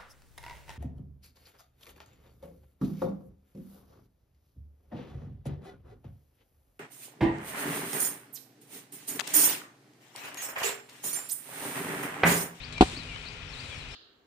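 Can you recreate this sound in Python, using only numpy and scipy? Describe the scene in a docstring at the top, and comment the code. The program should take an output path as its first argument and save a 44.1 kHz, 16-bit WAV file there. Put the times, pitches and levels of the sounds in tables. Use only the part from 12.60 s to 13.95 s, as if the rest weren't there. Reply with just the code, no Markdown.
"""A concrete path outdoors: a metal pan full of wet mortar is set down hard.
Its rim knocks twice in quick succession; the load deadens the low modes, the free wall rings faintly.
Grit crunches under the rim, the mortar slumps and scrapes over the metal, and a few lumps plop out.
Small birds call in the distance over a light rumble, a faint drone, hiss and a thin shrill."""
import sys
import numpy as np
from scipy import signal
from scipy.fft import rfft, irfft
from scipy.io import wavfile
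from scipy.ndimage import uniform_filter1d

SR = 44100
rng = np.random.default_rng(int(sys.argv[2]) if len(sys.argv) > 2 else 0)


def file_out(sig):
    """Save sig as 16-bit WAV at sys.argv[1]."""
    # one column per channel
    cols = np.atleast_2d(sig).T
    # limit, then scale
    lim = np.clip(cols, -1, 1)
    pcm = np.round(lim * 32767).astype(np.int16)
    wavfile.write(sys.argv[1], SR, pcm)


N = 59535
TIME = np.arange(N) / SR
BINS_HZ = np.arange(N + 1) * SR / (2 * N)
BODY_PAN_DB, BODY_LAG_S, CRUSH_S = 0.8, 0.00019, 0.00218

# Rim impacts: start_s, thud_db, grit_db
KNOCKS = [(.2090, 3, -17), (.2239, -3, -34.5)]
def pan_knocks():
    """Each knock drives the damped low modes, rings the wall and crushes sand."""
    body = place(thud(), BODY_PAN_DB, BODY_LAG_S)
    wall = place(wall_ring(), pan_db=8, lag_s=BODY_LAG_S)
    return body + wall + place(grit_crunch(), pan_db=2.5)


# Modes of loaded pan and ground: pitch_hz, level_db, t60_s
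THUD_MODES = [(59, -16.5, 0.087), (229, -19, 0.051), (314, -4.5, 0.033), (402, -12, .04), (541, -21, 0.043),
              (754, -8, 0.047), (878, -9.5, 0.016), (1190, -24, 0.014), (1364, -18.5, 0.028)]
# Antiresonances: centre_hz, width_hz
THUD_NOTCHES = [(122, 55), (620, 63)]
def thud(contact_s=0.00043):
    """Load-damped modes, driven by a half-sine contact force."""
    modes = sum(from_db(db + mode_db) * ring(start, hz, t60)
                for start, db, _ in KNOCKS for hz, mode_db, t60 in THUD_MODES)
    force = np.sin(np.pi * np.minimum(TIME[:SR // 100] / contact_s, 1))
    body = signal.lfilter(force / force.sum(), [1], modes)
    for hz, width_hz in THUD_NOTCHES:
        body = signal.lfilter(*signal.iirnotch(hz, hz / width_hz, fs=SR), body)
    return body


# Free-wall modes: pitch_hz, level_db, t60_s
WALL_MODES = [(2400, -24, 0.092), (2670, -23, .07), (2755, -13, .07), (3400, -34, .08), (3778, -32, 0.089),
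              (4240, -29, .06), (4480, -27, .045)]
def wall_ring():
    """High modes, each starting at a random instant of the crush."""
    return sum(from_db(db + mode_db) * ring(start + CRUSH_S * rng.random(), hz, t60)
               for start, _, db in KNOCKS for hz, mode_db, t60 in WALL_MODES)


# Crunch spectrum: freq_hz, density_db
GRIT_SPECTRUM = [(800, 3.5), (1200, 7.5), (1700, -6), (2600, 2), (4300, 0), (5600, -20), (8000, -13.5),
                 (11000, -29.5), (15500, -38)]
def grit_crunch():
    """Sand crushed under the rim: one burst of clicks per knock."""
    crush = sum(from_db(db) * burst(start, CRUSH_S, t60_s=0.063) for start, _, db in KNOCKS)
    return crush * colour(grains(per_s=4000, spread_db=2.5), GRIT_SPECTRUM)


# Sand-on-metal spectrum: freq_hz, density_db
SAND_SPECTRUM = [(500, -1.5), (1500, -4.5), (2600, -1.5), (4300, -1), (5600, -8.5), (8000, -5.5),
                 (11000, -22), (15500, -39)]
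# Scrape envelope: time_s, level_db
SLIDE_LEVELS = [(0, -60.5), (.205, -54.5), (.215, -31.5), (.26, -41.5), (.335, -43), (.41, -52.5),
                (.62, -53.5), (.88, -59.5), (.93, -52.5), (1.03, -49.5), (1.17, -50), (1.26, -56),
                (1.35, -52.5)]
# Grit scratches: start_s, level_db, t60_s, lowpass_hz
SCRATCHES = [(0.1248, -42, 0.052, 14100), (.179, -32.5, .03, 6070), (0.432, -50, .035, 12000),
             (0.559, -37, .05, 3820)]
def mortar_scrape(attack_s=0.0014):
    """Sand slides over the metal, with a few short scratches."""
    sand = colour(grains(per_s=5000, spread_db=3.5), SAND_SPECTRUM)
    scrape = from_db(np.interp(TIME, *np.transpose(SLIDE_LEVELS))) * sand
    for start, db, t60, lowpass_hz in SCRATCHES:
        scratch = from_db(db) * burst(start, attack_s, t60) * sand
        lowpass = signal.butter(2, lowpass_hz, fs=SR, output="sos")
        scrape += signal.sosfilt(lowpass, scratch + 1e-18)
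    return place(scrape, pan_db=1)


# Wet-mass spectrum: freq_hz, density_db
SLUMP_SPECTRUM = [(50, -5.5), (130, 1), (260, -5), (600, -14), (1400, -16), (2200, -37)]
def mortar_slump(level_db=-42):
    """The wet mass settles after the first knock: dull, fading noise."""
    envelope = from_db(level_db) * burst(KNOCKS[0][0], attack_s=0.011, t60_s=1)
    mass = colour(grains(per_s=5000, spread_db=1)[0], SLUMP_SPECTRUM)
    return place(envelope * mass, BODY_PAN_DB, BODY_LAG_S)


# Lump landings: start_s, level_db, pitch_hz
PLOPS = [(0.33, -38.5, 345), (0.371, -32.5, 268), (0.395, -38, 240), (1.176, -31, 96)]
def mortar_plops(attack_s=0.0028, t60_s=0.055):
    """Lumps land softly, each a low damped sine."""
    plops = sum(from_db(db) * burst(start, attack_s, t60_s) * -np.sin(2 * np.pi * hz * (TIME - start))
                for start, db, hz in PLOPS)
    return place(plops, BODY_PAN_DB, BODY_LAG_S)


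# Reflection response: freq_hz, gain_db
YARD_RESPONSE = [(150, -11), (400, -8), (800, -0.5), (1400, -7), (4000, -4), (12000, -16)]
def yard_echo(x, level_db=-33.5):
    """The yard throws back a weak, dull tail."""
    gain = from_db(level_db + np.interp(BINS_HZ, *np.transpose(YARD_RESPONSE)))
    return equalise(scatter(x, delay_s=0.022, t60_s=0.24), gain)


# Repeated whistle: peak_s, level_db
WHISTLES = [(0.049, -43.5), (.378, -41), (0.688, -45), (1.006, -43.5)]
def bird_whistles(low_hz=3473, top_hz=4855, rise_s=0.021, swell_s=0.033, release_s=0.0051):
    """One bird's whistle swells as it sweeps up, then stops short."""
    out = np.zeros((2, N))
    for peak_s, db in WHISTLES:
        age = TIME - peak_s
        hz = low_hz + (top_hz - low_hz) * np.exp(np.minimum(age, 0) / rise_s)
        swell = np.exp(np.minimum(age / swell_s, -age / release_s))
        out += place(from_db(db) * swell * bird_tone(hz), pan_db=13)
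    return out


# Slurred notes: start_s, length_s, start_hz, end_hz, level_db, pan_db
SLURS = [(0.116, 0.049, 4620, 3650, -48.5, 8), (.15, 0.058, 2428, 2310, -39.5, 11.5),
         (.385, 0.041, 4385, 3800, -50, 20), (0.462, .09, 3010, 2640, -48, -1),
         (0.474, 0.088, 2510, 2252, -45.5, 11), (0.535, .06, 2850, 3110, -49.5, 18),
         (0.649, .035, 4800, 3757, -45, 8), (0.714, 0.03, 6100, 7000, -58, 6),
         (0.878, 0.035, 5620, 5210, -53, 11), (0.926, 0.024, 4730, 3710, -48.5, 17),
         (1.03, 0.0456, 4150, 3840, -51.5, 12), (1.09, 0.091, 2470, 2263, -47, 10),
         (1.088, .06, 3900, 3030, -49.5, 14), (1.131, 0.068, 5920, 5310, -56, 1),
         (1.195, 0.039, 4500, 3780, -48.5, 8), (1.295, 0.036, 4100, 3760, -55, 9),
         (1.3, 0.058, 5230, 5380, -54.5, 16)]
def bird_slurs(bend=1.407):
    """Other birds' short glides, mostly falling."""
    out = np.zeros((2, N))
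    for start, length_s, start_hz, end_hz, db, pan_db in SLURS:
        progress = np.clip((TIME - start) / length_s, 0, 1)
        hz = end_hz + (start_hz - end_hz) * (1 - progress) ** bend
        out += place(from_db(db) * np.sin(np.pi * progress) * bird_tone(hz), pan_db)
    return out


def bird_tone(hz, waver_depth=0.01797):
    """A sine with slightly unsteady pitch."""
    waver = rms_one(uniform_filter1d(rng.standard_normal(N), size=90))
    return np.sin(2 * np.pi * np.cumsum(hz * (1 + waver_depth * waver)) / SR)


def birds(echo_db=-6.5):
    """Distant calls, scattered by the surroundings."""
    calls = bird_whistles() + bird_slurs()
    return calls + from_db(echo_db) * scatter(calls, delay_s=0.0056, t60_s=0.28)


# Rumble spectrum: freq_hz, density_db
RUMBLE_SPECTRUM = [(25, 1), (36, 5), (52, 3.5), (100, -5.5), (155, -5.5), (200, -13), (260, -14),
                   (400, -18), (700, -19.5), (1400, -20), (2500, -69)]
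# Drone partials: pitch_hz, level_db
DRONE_PARTIALS = [(85, -55.5), (101, -55), (129, -58), (152, -53.5), (250, -60), (415, -64.5), (496, -67.5),
                  (1400, -66.5)]
def outdoor_rumble(level_db=-45.5):
    """Low noise near the centre, with a drone as of a far motor."""
    rumble = from_db(level_db) * colour(stereo_noise(correlation=0.83), RUMBLE_SPECTRUM)
    drone = sum(from_db(db) * narrow_noise(hz, width_hz=4.25) for hz, db in DRONE_PARTIALS)
    return place(rumble + drone, pan_db=1)


# Hiss spectrum: freq_hz, density_db
HISS_SPECTRUM = [(400, -7.5), (900, -7.5), (1700, -0.5), (2400, 3.5), (3100, 3), (4100, -3), (5600, -11),
                 (8000, -28), (10500, -46), (15500, -57)]
# Left-over-right balance: freq_hz, pan_db
HISS_BALANCE = [(600, 8.5), (1300, 12), (2400, 11.5), (4400, 10), (8000, 18), (13000, -16)]
def far_hiss(hiss_db=-48, shrill_db=-55.5):
    """Hiss and a thin shrill as of insects, mostly on the left."""
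    hiss = from_db(hiss_db) * colour(stereo_noise(correlation=0.43), HISS_SPECTRUM)
    shrill = from_db(shrill_db) * narrow_noise(hz=2494, width_hz=99)
    delayed = place(hiss + shrill, pan_db=0, lag_s=0.0005)
    pan_db = np.interp(BINS_HZ, *np.transpose(HISS_BALANCE))
    return equalise(delayed, from_db(pan_db * [[0.5], [-0.5]]))


def from_db(db):
    """Decibels to gain."""
    return 10 ** (np.asarray(db) / 20)


def rms_one(x):
    """Scale to unit power."""
    return x / np.sqrt(np.mean(x ** 2) + 1e-20)


def equalise(x, gain):
    """Zero-phase filter, one gain per bin of BINS_HZ."""
    return irfft(rfft(x, 2 * N) * gain)[..., :N]


def colour(x, spectrum):
    """Shape flat noise, 12 dB/octave roll-off past the table's ends; rms 1."""
    hz, db = np.transpose(spectrum)
    f = np.maximum(BINS_HZ, 1)
    gain = from_db(np.interp(np.log(f), np.log(hz), db))
    rolloff = np.minimum(f / hz[0], 1) ** 2 * np.minimum(hz[-1] / f, 1) ** 2
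    return rms_one(equalise(x, gain * rolloff))


def place(x, pan_db, lag_s=0):
    """Stereo position: left is pan_db louder and lag_s later."""
    left, right = np.broadcast_to(x, (2, N))
    left = np.interp(TIME - lag_s, TIME, left)
    return np.array([left * from_db(pan_db / 2), right * from_db(-pan_db / 2)])


def burst(start_s, attack_s, t60_s):
    """Linear attack, exponential release."""
    age = TIME - start_s
    return np.clip(age / attack_s, 0, 1) * from_db(-60 * np.maximum(age - attack_s, 0) / t60_s)


def ring(start_s, hz, t60_s):
    """Struck mode, unit amplitude."""
    age = np.maximum(TIME - start_s, 0)
    return -np.sin(2 * np.pi * hz * age) * from_db(-60 * age / t60_s)


def grains(per_s, spread_db):
    """Random clicks of uneven size in each channel."""
    sizes = from_db(spread_db * np.minimum(rng.exponential(1, (2, N)), 4))
    signs = rng.choice([-1, 1], (2, N))
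    return sizes * signs * (rng.random((2, N)) < per_s / SR)


def stereo_noise(correlation):
    """White noise, partly shared by both channels."""
    mid, side = rng.standard_normal((2, N))
    return np.sqrt(1 + correlation) * mid + np.sqrt(1 - correlation) * side * [[1], [-1]]


def narrow_noise(hz, width_hz):
    """Unsteady tone: noise through a narrow peak; rms 1."""
    peak = 1 / (1 + ((BINS_HZ - hz) / width_hz) ** 2)
    return rms_one(equalise(rng.standard_normal(2 * N), peak))


def scatter(x, delay_s, t60_s):
    """Diffuse reflections, independent per channel."""
    tail = rng.standard_normal((2, N)) * burst(delay_s, delay_s, t60_s)
    tail /= np.sqrt(np.sum(tail ** 2, axis=1, keepdims=True))
    return signal.fftconvolve(x, tail, axes=1)[:, :N]


def scene():
    """Pan, mortar, birds and background."""
    knocks = pan_knocks()
    echo = yard_echo(knocks)
    mortar = mortar_scrape() + mortar_slump() + mortar_plops()
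    return knocks + echo + mortar + birds() + outdoor_rumble() + far_hiss()


def record(dry):
    """Microphone: bass cut, slight overload on the first knock, top cut."""
    low_cut_hz, ceiling, high_cut_hz = 45, 1.35, 15800
    dry = signal.sosfilt(signal.butter(1, low_cut_hz, "high", fs=SR, output="sos"), dry)
    clipped = dry / (1 + (dry / ceiling) ** 8) ** (1 / 8)
    return signal.sosfilt(signal.ellip(10, 0.1, 80, high_cut_hz, fs=SR, output="sos"), clipped)


dry = scene()
out = record(dry)
file_out(out)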